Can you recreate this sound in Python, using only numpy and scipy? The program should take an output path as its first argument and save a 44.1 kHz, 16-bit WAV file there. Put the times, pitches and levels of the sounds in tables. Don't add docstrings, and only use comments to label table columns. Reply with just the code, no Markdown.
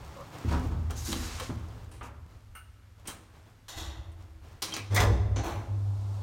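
import sys
import numpy as np
from scipy import signal
from scipy.io import wavfile
from scipy.ndimage import uniform_filter1d

SR = 44100
rng = np.random.default_rng(int(sys.argv[2]) if len(sys.argv) > 2 else 0)


def wav_out(sig):
    wavfile.write(sys.argv[1], SR, np.round(np.clip(np.atleast_2d(sig).T, -1, 1) * 32767).astype(np.int16))


N = 274433
T = np.arange(N) / SR
STEP = 16
BAND_HZ = 16000 / 2 ** (np.arange(27, -1, -1) / 3)
TONE_HZ = [250, 800, 2500, 7000, 13000]


def from_db(db):
    return 10 ** (np.asarray(db) / 20)


def rms_one(x):
    return x / np.sqrt(np.mean(x ** 2) + 1e-20)


def add(out, start_s, sound):
    at = max(round(start_s * SR), 0)
    out[at:at + len(sound)] += sound[:N - at]


def per_band(points):
    hz, value = np.transpose(list(points))
    return np.interp(np.log(BAND_HZ), np.log(hz), value)[:, None]


def noise_bands():
    white = rng.standard_normal((2, N))
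    edge = 2 ** (1 / 6)
    filters = [signal.butter(2, [hz / edge, hz * edge], "band", fs=SR, output="sos") for hz in BAND_HZ]
    return np.array([rms_one(signal.sosfilt(sos, white[k % 2])) for k, sos in enumerate(filters)])


def coloured(noise, spectrum):
    gains = from_db(per_band(spectrum))[:, 0] * np.sqrt(BAND_HZ)
    return rms_one(gains @ noise)


def resonate(x, hz, width_hz):
    return signal.lfilter(*signal.iirpeak(hz, hz / width_hz, fs=SR), x)


def body(x, resonances):
    for hz, width_hz, lift_db in resonances:
        x = x + (from_db(lift_db) - 1) * resonate(x, hz, width_hz)
    return x


def ring(hz, db, t60_s):
    t = T[:3 * SR]
    return from_db(db - 60 * t / t60_s) * np.sin(2 * np.pi * hz * t)


def waver(depth_db, step_s=0.06):
    steps = rng.standard_normal(400)
    return from_db(depth_db * np.interp(T / step_s, np.arange(len(steps)), steps))


def grain(depth_db, samples):
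    return from_db(depth_db * rms_one(uniform_filter1d(rng.standard_normal(N), size=samples)))


def crackle(per_s, size_db, decay_s=0.002):
    catches = (rng.random(N) < per_s / SR) * rng.uniform(0.4, 1, N)
    spikes = signal.lfilter([1], [1, -np.exp(-1 / (decay_s * SR))], catches + 1e-18)
    return from_db(size_db) * spikes


def since(start_s):
    return np.maximum(T[::STEP] - start_s, 0)


def dying(age_s, t60_s, rise_s):
    attack = 1 - np.exp(-age_s / rise_s)
    return attack ** 2 * np.exp(-np.minimum(np.log(1e6) * age_s / t60_s, 60))


def strokes(rows, attack_s, release_t60_s, sag_db_per_s=0):
    power = 0
    for start_s, length_s, db in rows:
        age_s = since(start_s)
        fall_db = sag_db_per_s * age_s + 60 * np.maximum(age_s - length_s, 0) / release_t60_s
        attack = np.minimum(age_s / attack_s, 1)
        power = power + (from_db(db - np.minimum(fall_db, 200)) * attack) ** 2
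    return np.interp(T, T[::STEP], np.sqrt(power))


def reflections(noise, power):
    uneven = rms_one(grain(depth_db=2, samples=24))
    out, shift = np.zeros(N), rng.integers(N)
    for hz, band, gain in zip(BAND_HZ, noise, np.sqrt(power)):
        out += np.roll(band, shift) * np.repeat(gain, STEP)[:N] * (uneven if hz > TONE_HZ[2] else 1)
    return out


def contact_power(tone_db, bass_hz=130):
    return from_db(per_band(zip(TONE_HZ, tone_db))) ** 2 / (1 + (bass_hz / BAND_HZ[:, None]) ** 4)


# frequency in Hz, t60 in seconds.
SHAFT_T60 = [(100, 0.73), (400, 1.73), (1100, 1.15), (3000, 0.77), (7500, 0.49), (14000, 0.42)]

def blow(start_s, t60_s, rise_s, tone_db, shaft_db, damping):
    age_s = since(start_s)
    cab = dying(age_s, t60_s * (BAND_HZ[:, None] / TONE_HZ[2]) ** -damping, rise_s)
    shaft = from_db(shaft_db) ** 2 * dying(age_s, per_band(SHAFT_T60), rise_s=0.085)
    return contact_power(tone_db) * (cab + shaft)


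def clanks(noise, hits, resonances, shaft_db, damping):
    power = sum(blow(start_s, t60_s, rise_s, tone_db, shaft_db, damping)
                for start_s, t60_s, rise_s, *tone_db in hits)
    return body(reflections(noise, power), resonances)


# delay in seconds, gain in dB.
ECHOES = [(.0123, -14), (.0191, -13), (.0263, -14), (.0347, -16)]

def wall_echoes(x):
    out = x.copy()
    for delay_s, db in ECHOES:
        add(out, delay_s, from_db(db) * x)
    return out / np.sqrt(1 + sum(from_db(db) ** 2 for _, db in ECHOES))


# frequency in Hz, relative density in dB.
AIR_SPECTRUM = [(18, -33), (30, 10), (64, -10), (109, -14), (170, -21.5), (239, -3.5), (273, -22),
                (889, -44), (1010, -36), (1100, -19), (7670, -32.5), (12600, -35), (16000, -56)]

def air(noise, level_db=-61.5):
    return from_db(level_db) * np.roll(coloured(noise, AIR_SPECTRUM), SR)


# frequency in Hz, relative density in dB.
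GUIDE_SPECTRUM = [(100, -21), (170, -2.5), (331, -7), (371, -10), (475, -10), (512, -10.5), (668, -7),
                  (1050, -11.5), (1730, -25.5), (2530, -27), (4150, -24.5), (8540, -30.5), (16000, -44)]
# frequency in Hz, relative third-octave level in dB.
RUMBLE_SPECTRUM = [(25, -22.5), (40, -6.5), (60, 2.5), (85, 9), (115, -15), (160, -31), (300, -59),
                   (600, -90)]

def travel(noise, depart_s=5.01, shoes_db=-53, rumble_db=-51):
    speed = np.maximum(T - depart_s, 0)
    shoes = coloured(noise, GUIDE_SPECTRUM) * waver(depth_db=-0.3) * (1 + crackle(per_s=8.8, size_db=-1))
    rumble = rms_one(from_db(per_band(RUMBLE_SPECTRUM))[:, 0] @ noise)
    return speed * (from_db(shoes_db) * shoes + from_db(rumble_db) * rumble)


# start in seconds, length in seconds, level in dB.
SLEEVE_STROKES = [(.94, 0.13, -52.5), (1.05, 0.4, -44.5)]
FINGER_STROKES = [(.96, 0.13, -49), (1.045, .08, -41), (1.13, .15, -49), (1.91, 0.039, -68),
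                  (2.03, 0.038, -60)]
SOLE_STROKES = [(-.05, 0.33, -50), (.3, 0.36, -45.5), (.75, 1.08, -55), (2.27, 0.08, -63),
                (2.96, 0.099, -65), (3.32, 0.052, -59), (3.44, 0.033, -60.5), (4.17, 0.039, -59),
                (4.41, 0.12, -57)]
# frequency in Hz, relative density in dB.
CLOTH_SPECTRUM = [(290, -19), (500, -3.5), (708, -4.5), (784, -3), (880, -11), (1060, 1), (2010, -3.5),
                  (6330, -6), (11800, -17), (16000, -28)]
SKIN_SPECTRUM = [(2000, -34), (4000, -0.5), (6200, 3.5), (9000, -3.5), (12000, -1), (16000, -20)]
SOLE_SPECTRUM = [(76, -38.5), (130, -8.5), (169, -20), (511, -24.5), (692, -24), (974, -25), (1060, -24.5),
                 (1710, -32.5), (6340, -42), (10500, -49.5), (14800, -52), (16000, -51.5)]

def rubbing(noise, stir_db=-68):
    texture = grain(depth_db=-0.5, samples=200)
    hiss = np.roll(coloured(noise, SKIN_SPECTRUM), -SR)
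    sleeve = strokes(SLEEVE_STROKES, attack_s=0.018, release_t60_s=0.36) * coloured(noise, CLOTH_SPECTRUM)
    fingers = strokes(FINGER_STROKES, attack_s=0.0096, release_t60_s=0.13) * hiss
    sole_gain = strokes(SOLE_STROKES, attack_s=0.035, release_t60_s=0.46) + from_db(stir_db)
    scuff = coloured(noise[:, ::-1], SOLE_SPECTRUM) + crackle(per_s=18, size_db=-2) * hiss
    return texture * (sleeve + fingers + sole_gain * scuff)


# middle in seconds, half length in seconds, pitch in Hz, width in Hz, level in dB.
SQUEAKS = [(0.198, 0.024, 543, 59.7, -46), (0.205, 0.026, 1090, 250, -49), (0.991, 0.022, 6500, 1100, -47),
           (1.42, 0.013, 523, 39.8, -41), (3.895, 0.11, 3460, 447, -62), (3.098, 0.012, 3150, 110, -48.5),
           (4.732, 0.0061, 3140, 150, -38), (4.783, 0.04, 2440, 600, -45.5),
           (4.981, 0.013, 2040, 252, -27.5)]

def squeaks():
    out = np.zeros(N)
    for middle_s, half_s, hz, width_hz, db in SQUEAKS:
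        swell = np.exp(-np.minimum(((T - middle_s) / half_s) ** 2 / 2, 50))
        rub = resonate(resonate(rng.standard_normal(N), hz, width_hz), hz, width_hz) * swell
        out += from_db(db) * rub * np.sqrt(np.sum(swell ** 2) / np.sum(rub ** 2))
    return out


# start, t60 and rise in seconds, then level in dB at each TONE_HZ.
RELAY_HITS = [(2.550, 0.29, 0.0012, -79, -64, -59.5, -76, -59.5)]
# frequency in Hz, width in Hz, lift in dB.
RELAY_BODY = [(1310, 47, 19), (1493, 29, 15.5), (2150, 52, 9.5), (2835, 70, 16), (3570, 700, -17),
              (6170, 360, 11.5), (8770, 170, 22), (9160, 200, 8), (10200, 300, 12.5), (13700, 200, 8)]
# frequency in Hz, level in dB, t60 in seconds.
RELAY_SPRING = [(1320, -58, 0.38), (2850, -62, 0.51), (8900, -61, .45)]

def relay(noise):
    out = clanks(noise, RELAY_HITS, RELAY_BODY, shaft_db=-14.5, damping=0.12)
    for start_s, *_ in RELAY_HITS:
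        add(out, start_s, sum(ring(*mode) for mode in RELAY_SPRING))
    return out


# start in seconds, t60 in seconds, relative crack in dB,
# level in dB, tilt in dB per octave, bite (favoured band) in Hz, its lift in dB.
CLICKS = [ (0.898, 0.29, -1, -60.5, -5, 1200, -2), (0.907, 0.094, 5, -54.5, 1, 1320, 9),
          (1.119, 0.057, 4, -49.5, 0, 6000, 7), (1.128, 0.057, 7, -44, -1, 4000, 7.5),
          (1.399, .1, 4, -47.5, -1.5, 1180, 3), (1.800, 0.088, -2, -86, -1, 7060, 6.5),
          (1.912, 0.61, -4, -68, -3, 9600, 11), (2.029, 0.23, 4, -74, 1.5, 6840, 9),
          (3.054, .45, 0.5, -65.5, -3, 2540, 6), (3.072, 0.26, -5, -55.5, 4, 7800, 5.5),
          (3.082, 0.28, 8.5, -56, -1.5, 1500, 4.5), (4.118, 0.096, -3, -79, 2, 9150, 6),
          (4.620, 0.24, -1.5, -44.5, 1, 4700, 7), (4.624, .05, 5, -46, 3, 4570, 7.5),
          (4.683, 0.26, 0, -56, -1.5, 5500, 9), (4.723, 0.14, 4, -56.5, -1.5, 3500, 9),
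          (4.738, 0.21, 7.5, -52.5, -0.5, 5530, 13.5), (4.765, 0.18, 7.5, -49.5, -1, 4360, 7)]
CLICK_TONE_DB = [-6.5, -3, 2, 0.5, -1]
# frequency in Hz, width in Hz, lift in dB.
CLICK_BODY = [(325, 12, 7), (494, 20, 3), (800, 29, 6.5), (925, 20, -0.5), (1070, 82, 6.5), (1250, 47, 4),
              (1820, 71, -11), (2320, 60, 2.5), (3140, 45, 10.5), (3600, 220, -1.5), (3950, 130, 6),
              (5100, 35, -7), (5930, 90, 8.5), (6860, 120, 4), (9000, 830, 7), (10500, 610, 2),
              (13100, 650, -13)]

def clicks(noise, bite_half_width_oct=0.3):
    power, octaves = 0, np.log2(np.divide(TONE_HZ, TONE_HZ[2]))
    for start_s, t60_s, crack_db, db, tilt_db_per_oct, bite_hz, bite_db in CLICKS:
        tone_db = db + np.array(CLICK_TONE_DB) + tilt_db_per_oct * octaves
        off_centre = np.log2(BAND_HZ[:, None] / bite_hz) / bite_half_width_oct
        bite = from_db(bite_db * np.exp(-0.5 * off_centre ** 2))
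        crack = from_db(crack_db) ** 2 * dying(since(start_s), t60_s=0.018, rise_s=0.0001)
        tail = blow(start_s, t60_s, rise_s=0.0016, tone_db=tone_db, shaft_db=-12, damping=0.3)
        power = power + bite ** 2 * (contact_power(tone_db) * crack + tail)
    return body(reflections(noise, power), CLICK_BODY)


# start, t60 and rise in seconds, then level in dB at each TONE_HZ.
LOCK_HITS = [ (3.682, 0.038, 0.00023, -79, -60, -48, -49, -64),
             (3.684, 0.44, 0.0028, -78, -60.5, -54, -50, -60),
             (3.765, 0.71, 0.0079, -65, -58.5, -49.5, -49, -60.5)]
# frequency in Hz, width in Hz, lift in dB.
LOCK_BODY = [(324, 11, 20.5), (560, 22, 7), (666, 9.7, 11.5), (796, 150, 5.5), (1010, 120, 5),
             (1160, 50, 1.5), (1995, 56, 8), (2300, 570, -11), (2940, 64, -1), (3430, 140, 6),
             (3750, 110, 9.5), (4300, 230, 3.5), (4800, 200, -15), (5860, 290, 4.5), (7060, 94, 8.5),
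             (12000, 1000, 8.5)]

def door_lock(noise):
    return clanks(noise, LOCK_HITS, LOCK_BODY, shaft_db=-3, damping=0.37)


# start, t60 and rise in seconds, then level in dB at each TONE_HZ.
SWITCH_HITS = [ (5.359, 0.38, 0.0024, -51.5, -46, -48, -47.5, -94),
               (5.431, 0.62, 0.018, -51, -41.5, -45, -52.5, -52.5)]
# frequency in Hz, width in Hz, lift in dB.
SWITCH_BODY = [(257, 21, 9), (331, 15, 15), (550, 24, 7), (672, 16, 9.5), (833, 88, 5), (1030, 75, 5.5),
               (1850, 82, -9), (2760, 100, -2), (4190, 110, 6.5), (4900, 570, -11), (6100, 180, 12),
               (7150, 190, 4)]

def starting_switch(noise):
    return clanks(noise, SWITCH_HITS, SWITCH_BODY, shaft_db=-28, damping=0.21)


# start, t60 and rise in seconds, then level in dB at each TONE_HZ.
BOARD_HITS = [ (0.349, 0.11, 0.0018, -55, -57, -56, -73, -80),
              (0.479, 0.33, 0.0063, -47, -57, -51, -53.5, -64),
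              (0.507, 0.33, 0.0099, -38, -43, -47, -50, -60),
              (0.711, 0.45, 0.0022, -49.5, -59, -62.5, -67, -77),
              (1.494, 0.1, 0.0054, -40.5, -47.5, -58, -63, -80),
              (2.009, 0.38, 0.00072, -60, -54.5, -53.5, -85, -82)]
# frequency in Hz, width in Hz, lift in dB.
BOARD_BODY = [(115, 20, 9), (254, 27, 6), (950, 120, 7.5), (1260, 220, 8), (1540, 150, 1.5)]

def floor_boards(noise):
    return clanks(noise, BOARD_HITS, BOARD_BODY, shaft_db=-13.5, damping=0.31)


# start and rise
# in seconds, boom in Hz, boom level in dB, rumble gain in dB, rumble t60 in seconds, wall gain in dB.
THUMPS = [ (0.000, 0.0087, 68.5, -50.5, -50.5, 0.62, -73), (0.448, 0.0018, 82, -33.5, -33, 1.15, -35.5),
          (0.640, 0.0069, 81.66, -32, -41, 3.5, -40), (1.075, 0.016, 83, -46, -55, 2.3, -32),
          (1.159, 0.0054, 42.8, -45, -46.5, 2.4, -35.5), (1.494, 0.0023, 106, -40.5, -52, 6.9, -38),
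          (3.766, 0.0028, 63.7, -40.5, -47, 1.2, -53.5), (3.958, 0.0088, 63.3, -48, -49.5, 2.8, -69),
          (4.997, 0.0029, 60.4, -29.5, -39, 2.8, -40.5), (5.100, .003, 64.7, -32, -44, 2.3, -35)]
# frequency in Hz, relative level in dB, t60 in seconds.
WALL_MODES = [(114.2, -5, 3), (162.4, -20, 1.6), (173.2, -10, 1.7), (196, -3.5, 0.36), (233.8, 1, 0.32),
              (249.3, -7, 0.68), (268.6, 1, 0.15), (330, -4, 0.59), (385, -10, 0.23), (474, -20, 0.83)]

def thumps(noise, boom_t60_s=1.85, spread_db=1.5):
    out, power = np.zeros(N), 0
    for start_s, rise_s, boom_hz, boom_db, rumble_db, rumble_t60_s, wall_db in THUMPS:
        boom = np.sqrt(2) * ring(boom_hz, boom_db, boom_t60_s)
        walls = sum(ring(hz, wall_db + db + spread_db * rng.standard_normal(), t60_s)
                    for hz, db, t60_s in WALL_MODES)
        add(out, start_s, (boom + walls) * np.minimum(T[:len(walls)] / rise_s, 1))
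        power = power + from_db(rumble_db) ** 2 * dying(since(start_s), rumble_t60_s, rise_s=0.0091)
    return out + reflections(noise, from_db(per_band(RUMBLE_SPECTRUM)) ** 2 * power)


# start, t60 and rise in seconds, then level in dB at each TONE_HZ.
BRAKE_HITS = [ (4.902, 1, 0.026, -44.5, -46, -51, -53, -62), (4.944, 0.2, 0.004, -53, -59, -48, -37.5, -35),
              (4.964, 0.34, 0.0013, -54, -36, -38.5, -38.5, -55),
              (4.962, 0.023, 0.00036, -46, -38.5, -33, -27, -38),
              (5.001, 0.23, .001, -44, -35, -36, -40, -43.5),
              (5.020, 0.31, 0.003, -41.5, -34, -54, -69, -77)]
# frequency in Hz, width in Hz, lift in dB.
FRAME_BODY = [(200, 20, 4), (340, 18, 3), (410, 14, 6), (472, 28, 9), (562, 18, 5), (628, 22, 6),
              (717, 18, 6), (1028, 22, 9), (1197, 28, 6), (1745, 55, 5), (1985, 70, 9), (2950, 400, -5),
              (3380, 180, 5), (3630, 140, 5), (5195, 45, 9), (5480, 220, -4), (6070, 140, 8),
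              (7150, 100, 5)]

def brake(noise):
    return clanks(noise, BRAKE_HITS, FRAME_BODY, shaft_db=-16, damping=0.27)


# start in seconds, length in seconds, level in dB.
SURGES = [(4.775, 0.12, -40.5), (4.895, 0.23, -22), (5.185, 0.23, -26), (5.54, 0.058, -30),
          (5.68, 0.65, -27.5)]
# multiple of the hum frequency, relative level in dB.
HUM_HARMONICS = [(1, -2), (2, -32), (4, -41)]

def hoist_motor(hum_hz=100.2, idle_hz=102.5, idle_db=-59.5):
    surges = strokes(SURGES, attack_s=0.026, release_t60_s=0.073, sag_db_per_s=7.5)
    hum = sum(from_db(db) * np.sin(2 * np.pi * k * hum_hz * T) for k, db in HUM_HARMONICS)
    idle = from_db(idle_db) * np.sin(2 * np.pi * idle_hz * T)
    return np.sqrt(2) * (waver(depth_db=1.1) * surges * hum + idle)


def scene():
    noise = noise_bands()
    blows = floor_boards(noise) + brake(noise) + door_lock(noise) + starting_switch(noise)
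    blows += clicks(noise)
    impacts = wall_echoes(blows) + relay(noise) + thumps(noise)
    return (impacts + squeaks() + rubbing(noise) + travel(noise) + air(noise) + hoist_motor())[None]


def record(dry, dip_hz=10700, dip_width_hz=1400, dip_share=0.29, cutoff_hz=16000):
    heard = dry - dip_share * resonate(dry, dip_hz, dip_width_hz)
    return signal.sosfilt(signal.ellip(10, 0.2, 80, cutoff_hz, fs=SR, output="sos"), heard)


dry = scene()
out = record(dry)
wav_out(out)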